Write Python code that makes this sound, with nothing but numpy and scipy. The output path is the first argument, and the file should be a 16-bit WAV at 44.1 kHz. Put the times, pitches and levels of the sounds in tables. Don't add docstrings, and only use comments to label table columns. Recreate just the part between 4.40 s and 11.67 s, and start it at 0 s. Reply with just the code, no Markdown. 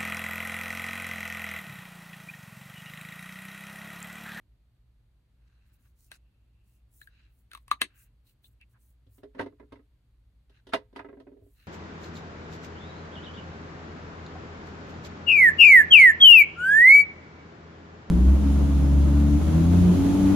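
import sys
import numpy as np
from scipy import signal
from scipy.fft import rfft, irfft
from scipy.io import wavfile
from scipy.ndimage import uniform_filter1d

SR = 44100
rng = np.random.default_rng(int(sys.argv[2]) if len(sys.argv) > 2 else 0)


def output_pcm(signal):
    pcm = np.clip(np.atleast_2d(signal).T, -1, 1) * 32767
    wavfile.write(sys.argv[1], SR, np.round(pcm).astype(np.int16))


N = 320607
T = np.arange(SR * 3 // 10) / SR


def amp(db):
    return 10 ** (np.asarray(db) / 20)


def read(points, hz):
    f, value = np.transpose(points)
    return np.interp(np.log(hz + 1), np.log(f), value)


def bins(size):
    return np.fft.rfftfreq(size, 1 / SR)


def blow(x):
    energy = np.mean(np.sum(x ** 2, -1))
    return x / np.sqrt(energy * 100 / SR + 1e-20)


def sides(db):
    return amp([[db / 2], [-db / 2]])


def add(mix, s, sound):
    first = max(round(s * SR), 0)
    part = mix[:, first:][:, :sound.shape[-1]]
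    part += sound[:, :part.shape[1]]


def causal(gain):
    both_sides = np.r_[gain, gain[-2:0:-1]]
    log_gain = np.log(np.maximum(both_sides, 1e-5))
    spectrum = np.exp(np.conj(signal.hilbert(log_gain)))
    return irfft(spectrum[:len(gain)])[:4096]


def through(x, response):
    return signal.fftconvolve(np.atleast_2d(x), np.atleast_2d(response), axes=1)[:, :x.shape[-1]]


def pair(size):
    # (f/Hz, correlation -1 to 1)
    likeness = [(50, .999), (80, .96), (125, .93), (250, .93), (500, .6), (1200, .35), (2500, .15),
                (4500, -.1), (7000, .5), (10000, .96)]
    mid, side = rfft(rng.standard_normal((2, size)))
    same = read(likeness, bins(size))
    mid = mid * np.sqrt((1 + same) / 2)
    side = side * np.sqrt((1 - same) / 2)
    return irfft(np.array([mid + side, mid - side]), size)


def stroke(centre_s, reach_s, db, centre_hz, spread_oct):
    # (f/Hz, level/dB)
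    rub_colour = [(300, -3.5), (900, -3), (1250, 3), (1620, 4), (2100, -1), (2750, -0.5), (3400, -4.5),
                  (4000, 0.5), (5100, -2), (6300, 0.5), (8500, 1.5), (10500, 2.5), (14000, 2.5), (16000, 7)]
    grain_db = 2
    t = np.arange(-2 ** 14, 2 ** 14) / SR
    hz = bins(len(t))
    clumps = uniform_filter1d(rng.standard_normal(len(t)), size=130)
    grains = pair(len(t)) * amp(grain_db * clumps / clumps.std())
    band = np.exp(-.5 * (np.log2((hz + 1) / centre_hz) / spread_oct) ** 2)
    hiss = irfft(rfft(grains) * amp(read(rub_colour, hz)) * band, len(t))
    swell = np.exp(-2 * abs(t / reach_s) ** 2.8)
    return centre_s + t[0], amp(db) * swell * hiss / hiss.std()


def room(x, wet_db, late_db=-30, build_s=.0012):
    # (f/Hz, t60/s)
    room_decay = [(150, 0.17), (500, 0.099), (1200, 0.059), (2500, 0.06), (5000, 0.1), (15000, 0.056)]
    late_t60_s = .22
    hz, t, z = signal.stft(pair(len(T)), SR, nperseg=128)
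    early = amp(-60 * t / read(room_decay, hz)[:, None])
    late = amp(late_db - 60 * t / late_t60_s) / (1 + hz[:, None] / 5000)
    tail = signal.istft(z * (early + late), SR, nperseg=128)[1][:, :len(T)]
    tail = tail * (1 - np.exp(-(T / build_s) ** 2))
    return x + amp(wet_db) * through(x, tail / np.linalg.norm(tail[0]))


def click(hollow_hz, hollow_db, shell_db, crack_db):
    # (f/Hz, relative level/dB, free t60/s)
    shell_modes = [(275, -16, .05), (378, -24.5, 0.065), (605, -23.5, 0.018), (650, -19, .03),
                   (1200, -12, .03), (1665, 0.5, .025), (2055, -6.5, 0.053), (2160, -10.5, .05),
                   (2640, 2, 0.02), (3010, -3, 0.012), (3850, -3.5, .02), (4500, -6, 0.019),
                   (6440, -10, 0.0098)]
    # (f/Hz, relative level/dB)
    crack_colour = [(100, -19), (500, 0.5), (1500, -4.5), (4200, 11.5), (5200, -3.5), (7000, -6.5),
                    (8700, 7), (11000, -1.5), (16000, -9)]
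    # (f/Hz, phase/rad)
    phase_difference = [(100, 0), (1100, 1), (1600, 1.88), (2600, 0.79), (4500, 4), (6300, 6), (9000, 4.5),
                        (11500, 6.5)]
    swell_s, hollow_t60_s = .0014, .016
    grip_t60_s = .06
    grit, crack_t60_s = .18, .007
    hollow_pan_db, shell_pan_db = 5.5, 3.5

    swell = (1 - np.exp(-T / swell_s)) ** 2
    hollow = np.sin(2 * np.pi * hollow_hz * T) * swell * amp(-60 * T / hollow_t60_s)
    shell = 0
    for k, (f, db, t60) in enumerate(shell_modes):
        decay = amp(db - 60 * T / min(t60, grip_t60_s))
        shell = shell + decay * np.sin(2 * np.pi * f * T) * (-1) ** k
    slip = (T == 0) + grit * rng.standard_normal(len(T)) * amp(-60 * T / crack_t60_s)
    crack = through(slip, causal(amp(read(crack_colour, bins(len(T))))))

    body = amp(hollow_db) * blow(hollow) * sides(hollow_pan_db)
    body = body + amp(shell_db) * blow(shell) * sides(shell_pan_db)
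    left, right = body + amp(crack_db) * blow(crack)
    turn = np.exp(-1j * read(phase_difference, bins(2 * len(T))))
    right = irfft(rfft(right, 2 * len(T)) * turn)[:len(T)]
    return np.array([left, right])


def hands():
    # (t/s, hollow f/Hz, hollow level/dB, crack level/dB), levels before the room
    clicks = [(1.7166, 1600, -49.5, -49.5), (2.615, 1670, -50, -60.5), (2.673, 1635, -53, -69.5),
              (3.1156, 1530, -53.5, -55.5), (3.134, 1324, -53, -52), (3.1499, 1180, -45.5, -50),
              (3.1747, 1100, -57, -60.5), (3.2809, 1100, -57, -58.5), (3.314, 1180, -20.5, -35),
              (3.4129, 550, -47, -44), (3.4168, 1090, -38, -26.5), (3.4197, 1704, -40, -40.5),
              (4.044, 3590, -60.5, -70), (4.213, 2700, -62.5, -69)]
    shell_even_db, shell_growth = -41, .25
    catch_s, catch_db, catch_hz = .006, -9, 2000
    slide_after_s, slide_s, slide_db, slide_hz = .016, .032, -19.5, 2300
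    mix = np.zeros((2, N))
    for s, hz, hollow_db, crack_db in clicks:
        shell_db = crack_db + shell_growth * (crack_db - shell_even_db)
        add(mix, *stroke(s, catch_s, crack_db + catch_db, catch_hz, spread_oct=1))
        add(mix, s, room(click(hz, hollow_db, shell_db, crack_db), wet_db=-9, build_s=.003))
        add(mix, *stroke(s + slide_after_s, slide_s, crack_db + slide_db, slide_hz, spread_oct=.35))
    return mix


def knock(board_db, clack_db, tick_db, spot_hz, clack_t60_s, detune=.006, bright_hz=3000):
    # (f/Hz, relative level/dB, t60/s, left-right/dB)
    board_modes = [(268, 4, 0.081, 0.5), (294.2, -0.5, 0.11, -2), (350.3, -1, 0.043, 12.5),
                   (406, 2, 0.091, -5.5), (421.5, -8, 0.21, -5), (514.6, -17, 0.22, -3.5),
                   (610, -5.5, 0.011, -31), (669, -16.5, 0.07, -18.5), (689, -26.5, 0.075, -8)]
    # (f/Hz, width/Hz, relative level/dB)
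    clack_modes = [(545, 26, 0.5), (660, 55, 7.5), (924, 77, 6), (1030, 70, 2.5), (1285, 53, 3),
                   (1607, 240, -1), (2000, 92, 3.5), (2514, 42, -2.5), (2830, 49, -4.5), (3560, 60, -6)]
    # (f/Hz, relative level/dB)
    tick_colour = [(1500, -54.5), (2800, 5), (3600, 5.5), (4600, -1), (5400, -5.5), (7500, -18),
                   (9500, -12), (15000, -33)]
    rise_s, rattle_t60_s, tick_t60_s = .0012, .08, .08
    favour_db, favour_oct = 5, .14
    chatter_db, impact = -7, 4
    board_trim_db, clack_trim_db, tick_trim_db = -1, 2, 4.5

    hz = bins(len(T))
    onset = 1 - np.exp(-T / rise_s)
    board = 0
    for k, (f, db, t60, pan_db) in enumerate(board_modes):
        spot_db = favour_db * np.exp(-(np.log2(f / spot_hz) / favour_oct) ** 2) + rng.standard_normal()
        decay = amp(db + spot_db - 60 * T / t60)
        board = board + sides(pan_db) * decay * np.sin(2 * np.pi * f * T) * (-1) ** k
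    rattle_band = 1 / (1 + (np.log2((hz + 1) / 480) / .41) ** 4)
    rattle = through(pair(len(T)) * amp(-60 * T / rattle_t60_s), causal(rattle_band))
    board = blow(board * onset) + amp(chatter_db) * sides(-2) * blow(rattle)

    power = 0
    for f, width, db in clack_modes:
        f = f * (1 + detune * rng.uniform(-.51, 1))
        power = power + amp(2 * db) / (1 + ((hz ** 2 - f ** 2) / (width * hz + 1)) ** 2)
    top_hz = bright_hz * amp(.1 * (tick_db + 12))
    casing = np.sqrt(power) / np.sqrt(1 + (hz / top_hz) ** 6)
    strike = impact * (np.arange(len(T)) == SR // 700)
    contact = strike + pair(len(T)) * onset * amp(-60 * T / clack_t60_s)
    clack = through(contact, causal(casing))

    tick_noise = pair(len(T)) * onset * amp(-60 * T / tick_t60_s)
    tick = through(tick_noise, causal(amp(read(tick_colour, hz))))
    sound = amp(board_trim_db) * board
    sound = sound + amp(clack_db + clack_trim_db) * sides(-3) * blow(clack)
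    sound = sound + amp(tick_db + tick_trim_db) * blow(tick)
    return amp(board_db) * sound


def rocking(start_s, end_s, interval_s, board_db, fade_db_per_s, clack_db):
    soften_db_per_s, spot_hz, tick_db = 93.5, 406.5, -29
    for age in np.arange(0, end_s - start_s, interval_s):
        beat_db = clack_db - soften_db_per_s * age
        yield start_s + age, board_db - fade_db_per_s * age, beat_db, beat_db + tick_db, spot_hz


def thud(hz, db):
    rise_s, t60_s = .0023, .3
    swing = np.sin(2 * np.pi * hz * T) * (1 - np.exp(-T / rise_s)) * amp(-60 * T / t60_s)
    return amp(db) * blow(swing) * sides(0)


def shelf():
    # (t/s, board/dB, hardness = clack re board/dB, tick re board/dB, favoured f/Hz),
    # levels before knock's trims and the room
    knocks = [(4.665, -65, -22, -16.5, 264), (4.78, -58, -12.5, -20, 280), (4.832, -43, -16, -29, 420),
              (4.947, -49.5, -9, -26.5, 285), (4.966, -44.5, -20, -39, 269), (4.993, -29, -3.5, -26, 608),
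              (5.009, -40, -1, -17.5, 406), (5.028, -37.5, -30, -32, 266), (5.06, -39, -12.5, -32, 287),
              (5.124, -59.5, -15, -51, 660), (5.197, -47.5, -11, -33, 296), (5.226, -52.5, -17, -45, 268.6),
              (5.321, -43, -10.5, -24, 279.5), (5.355, -57, -4.5, -22, 538), (5.391, -56.5, -13, -38, 277),
              (6.095, -64.5, -8.5, -11.5, 312), (6.268, -51, -10.5, -12.5, 522),
              (6.29, -51.5, -10, -13.5, 544), (6.334, -27, 3, -11.5, 668), (6.528, -51.5, -18.5, -30, 275),
              (6.56, -41.5, -2, -16, 395), (6.591, -45.5, 4.5, -22, 654), (6.799, -47, -13.5, -25, 280)]
    # (start t/s, end t/s, beat interval/s, first board/dB, fade/(dB/s), first hardness/dB),
    # levels before knock's trims and the room
    rocks = [(6.645, 6.79, .0415, -43.5, 22.5, -8.5), (6.868, 7.08, .049, -46.5, 63, -17)]
    # (t/s, level/dB)
    thuds = [(4.669, -51), (4.996, -42), (5.327, -55), (6.336, -52), (6.594, -54), (7.02, -52)]
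    picking_ends_s, picking_detune = 6, .071
    scuff_s, scuff_db, scuff_hz = .013, -18.5, 1300
    roll_s, roll_db, roll_hz = .12, -20, 420
    mix = np.zeros((2, N))
    for s, board_db, hard_db, tick_db, hz in knocks:
        detune = picking_detune if s < picking_ends_s else 0
        add(mix, *stroke(s, scuff_s, board_db + hard_db + scuff_db, scuff_hz, spread_oct=.94))
        hit = knock(board_db, hard_db, tick_db, hz, clack_t60_s=.081, detune=detune)
        add(mix, s, room(hit, wet_db=-8, late_db=-19))
    for start, end, interval, board_db, *rest in rocks:
        add(mix, *stroke(start + roll_s / 2, roll_s, board_db + roll_db, roll_hz, spread_oct=.37))
        for s, *beat in rocking(start, end, interval, board_db, *rest):
            add(mix, s, room(knock(*beat, bright_hz=3340, clack_t60_s=.096), wet_db=-6))
    for s, db in thuds:
        add(mix, s, thud(98.2, db))
    return mix


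def rub(centre_s, reach_s, db, centre_hz, spread_oct):
    # (f/Hz, width/Hz, level over plain hiss/dB)
    tube = [(1580, 170, -5), (2700, 300, 4), (4000, 350, 3)]
    start, hiss = stroke(centre_s, reach_s, db, centre_hz, spread_oct)
    hz = bins(len(T))
    gain = 1 + sum(amp(peak_db) / (1 + (2 * (hz - f) / width) ** 2) for f, width, peak_db in tube)
    rubbed = through(hiss, causal(gain))
    return start, rubbed * hiss.std() / rubbed.std()


def fickle(x):
    patchy_db = 2
    z = signal.stft(x, nperseg=512)[2]
    patches = uniform_filter1d(rng.standard_normal(z.shape[1:]), size=11, axis=0)
    patches = uniform_filter1d(patches, size=8, axis=1)
    return signal.istft(z * amp(patchy_db * patches / patches.std()), nperseg=512)[1][:, :N]


def rubbing():
    # (middle t/s, reach/s, level/dB, centre f/Hz), level before the patches
    swishes = [(1.347, 0.028, -73, 10500), (1.455, 0.075, -76, 9500), (1.633, 0.071, -68.5, 8400),
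               (2.324, 0.091, -78.5, 7700), (2.597, 0.09, -64, 11000), (2.974, 0.082, -77, 13300),
               (3.609, 0.062, -61.5, 11500), (3.893, .049, -70, 12070), (4.063, .04, -67, 11790),
               (4.466, .082, -71.5, 11910), (4.756, 0.063, -69.5, 11070), (7.16, 0.16, -74, 12060)]
    # (middle t/s, reach/s, level/dB, centre f/Hz, spread/octave), same level
    rubs = [(1.08, 0.0072, -75, 2700, .8), (1.222, 0.29, -78.5, 1670, 1.06),
            (1.461, 0.022, -75, 1400, 0.92), (1.743, 0.035, -61.5, 2300, 1.57), (2.048, 1, -87, 2700, 0.17),
            (2.625, 0.021, -61.5, 4000, 0.11), (2.79, 0.14, -71.5, 2400, 0.71),
            (3.55, 0.15, -72, 2000, 0.65), (3.885, 0.036, -73.5, 3700, 0.53),
            (4.056, .021, -66, 3500, 0.22), (4.223, 0.021, -60.5, 2400, 0.28),
            (4.358, 0.028, -70, 1168, 0.65), (6.162, 0.063, -72, 1930, .9), (7.244, 0.1, -67.5, 2410, 0.81)]
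    busy_from_s, busy_to_s = .7, 4.5
    touch_s, touch_db, touch_spread_db, touch_hz = .03, -81, 2, 9500
    mix = np.zeros((2, N))
    for row in swishes:
        add(mix, *stroke(*row, spread_oct=.98))
    for _ in range(12):
        s = rng.uniform(busy_from_s, busy_to_s)
        db = touch_db + touch_spread_db * rng.uniform(-1, 1)
        add(mix, *stroke(s, touch_s, db, touch_hz, spread_oct=.8))
    for row in rubs:
        add(mix, *rub(*row))
    return fickle(mix)


def ventilation():
    # (f/Hz, rms level/dB)
    motor_lines = [(52.8, -73.5), (59.3, -66), (83.5, -82.5), (120, -77.5)]
    # (f/Hz, relative density/dB), before the rumble cut
    air_colour = [(15, -45), (30, -16.5), (48, -1), (65, -3), (85, -14.5), (115, -9), (150, -22.5),
                  (260, -29), (400, -36.5), (800, -42.5), (4600, -48), (5100, -56), (14000, -58.5),
                  (16000, -69)]
    air_db, rumble_db = -77, -5
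    waver_rad, lag_s = .04, .0001
    hz = bins(N)
    air = rfft(pair(N)) * amp(read(air_colour, hz))
    air /= irfft(air * (hz > 150), N).std()
    air *= amp(rumble_db / (1 + (hz / 110) ** 4))
    clock = np.arange(N) / SR
    heard = np.array([clock, clock - lag_s])
    knots = np.linspace(0, N / SR, num=24)
    hum = 0
    for f, db in motor_lines:
        wander = waver_rad * np.interp(clock, knots, rng.standard_normal(len(knots)))
        phase = 2 * np.pi * (f * heard + rng.random()) + wander
        hum = hum + amp(db) * np.sqrt(2) * np.sin(phase)
    return amp(air_db) * irfft(air, N) + hum


def scene():
    return hands() + shelf() + rubbing() + ventilation()


def record(dry):
    edge_hz = 15900
    lowpass = signal.firwin(511, edge_hz, window=("kaiser", 9), fs=SR)
    return signal.oaconvolve(dry, lowpass[None], "same")


dry = scene()
out = record(dry)
output_pcm(out)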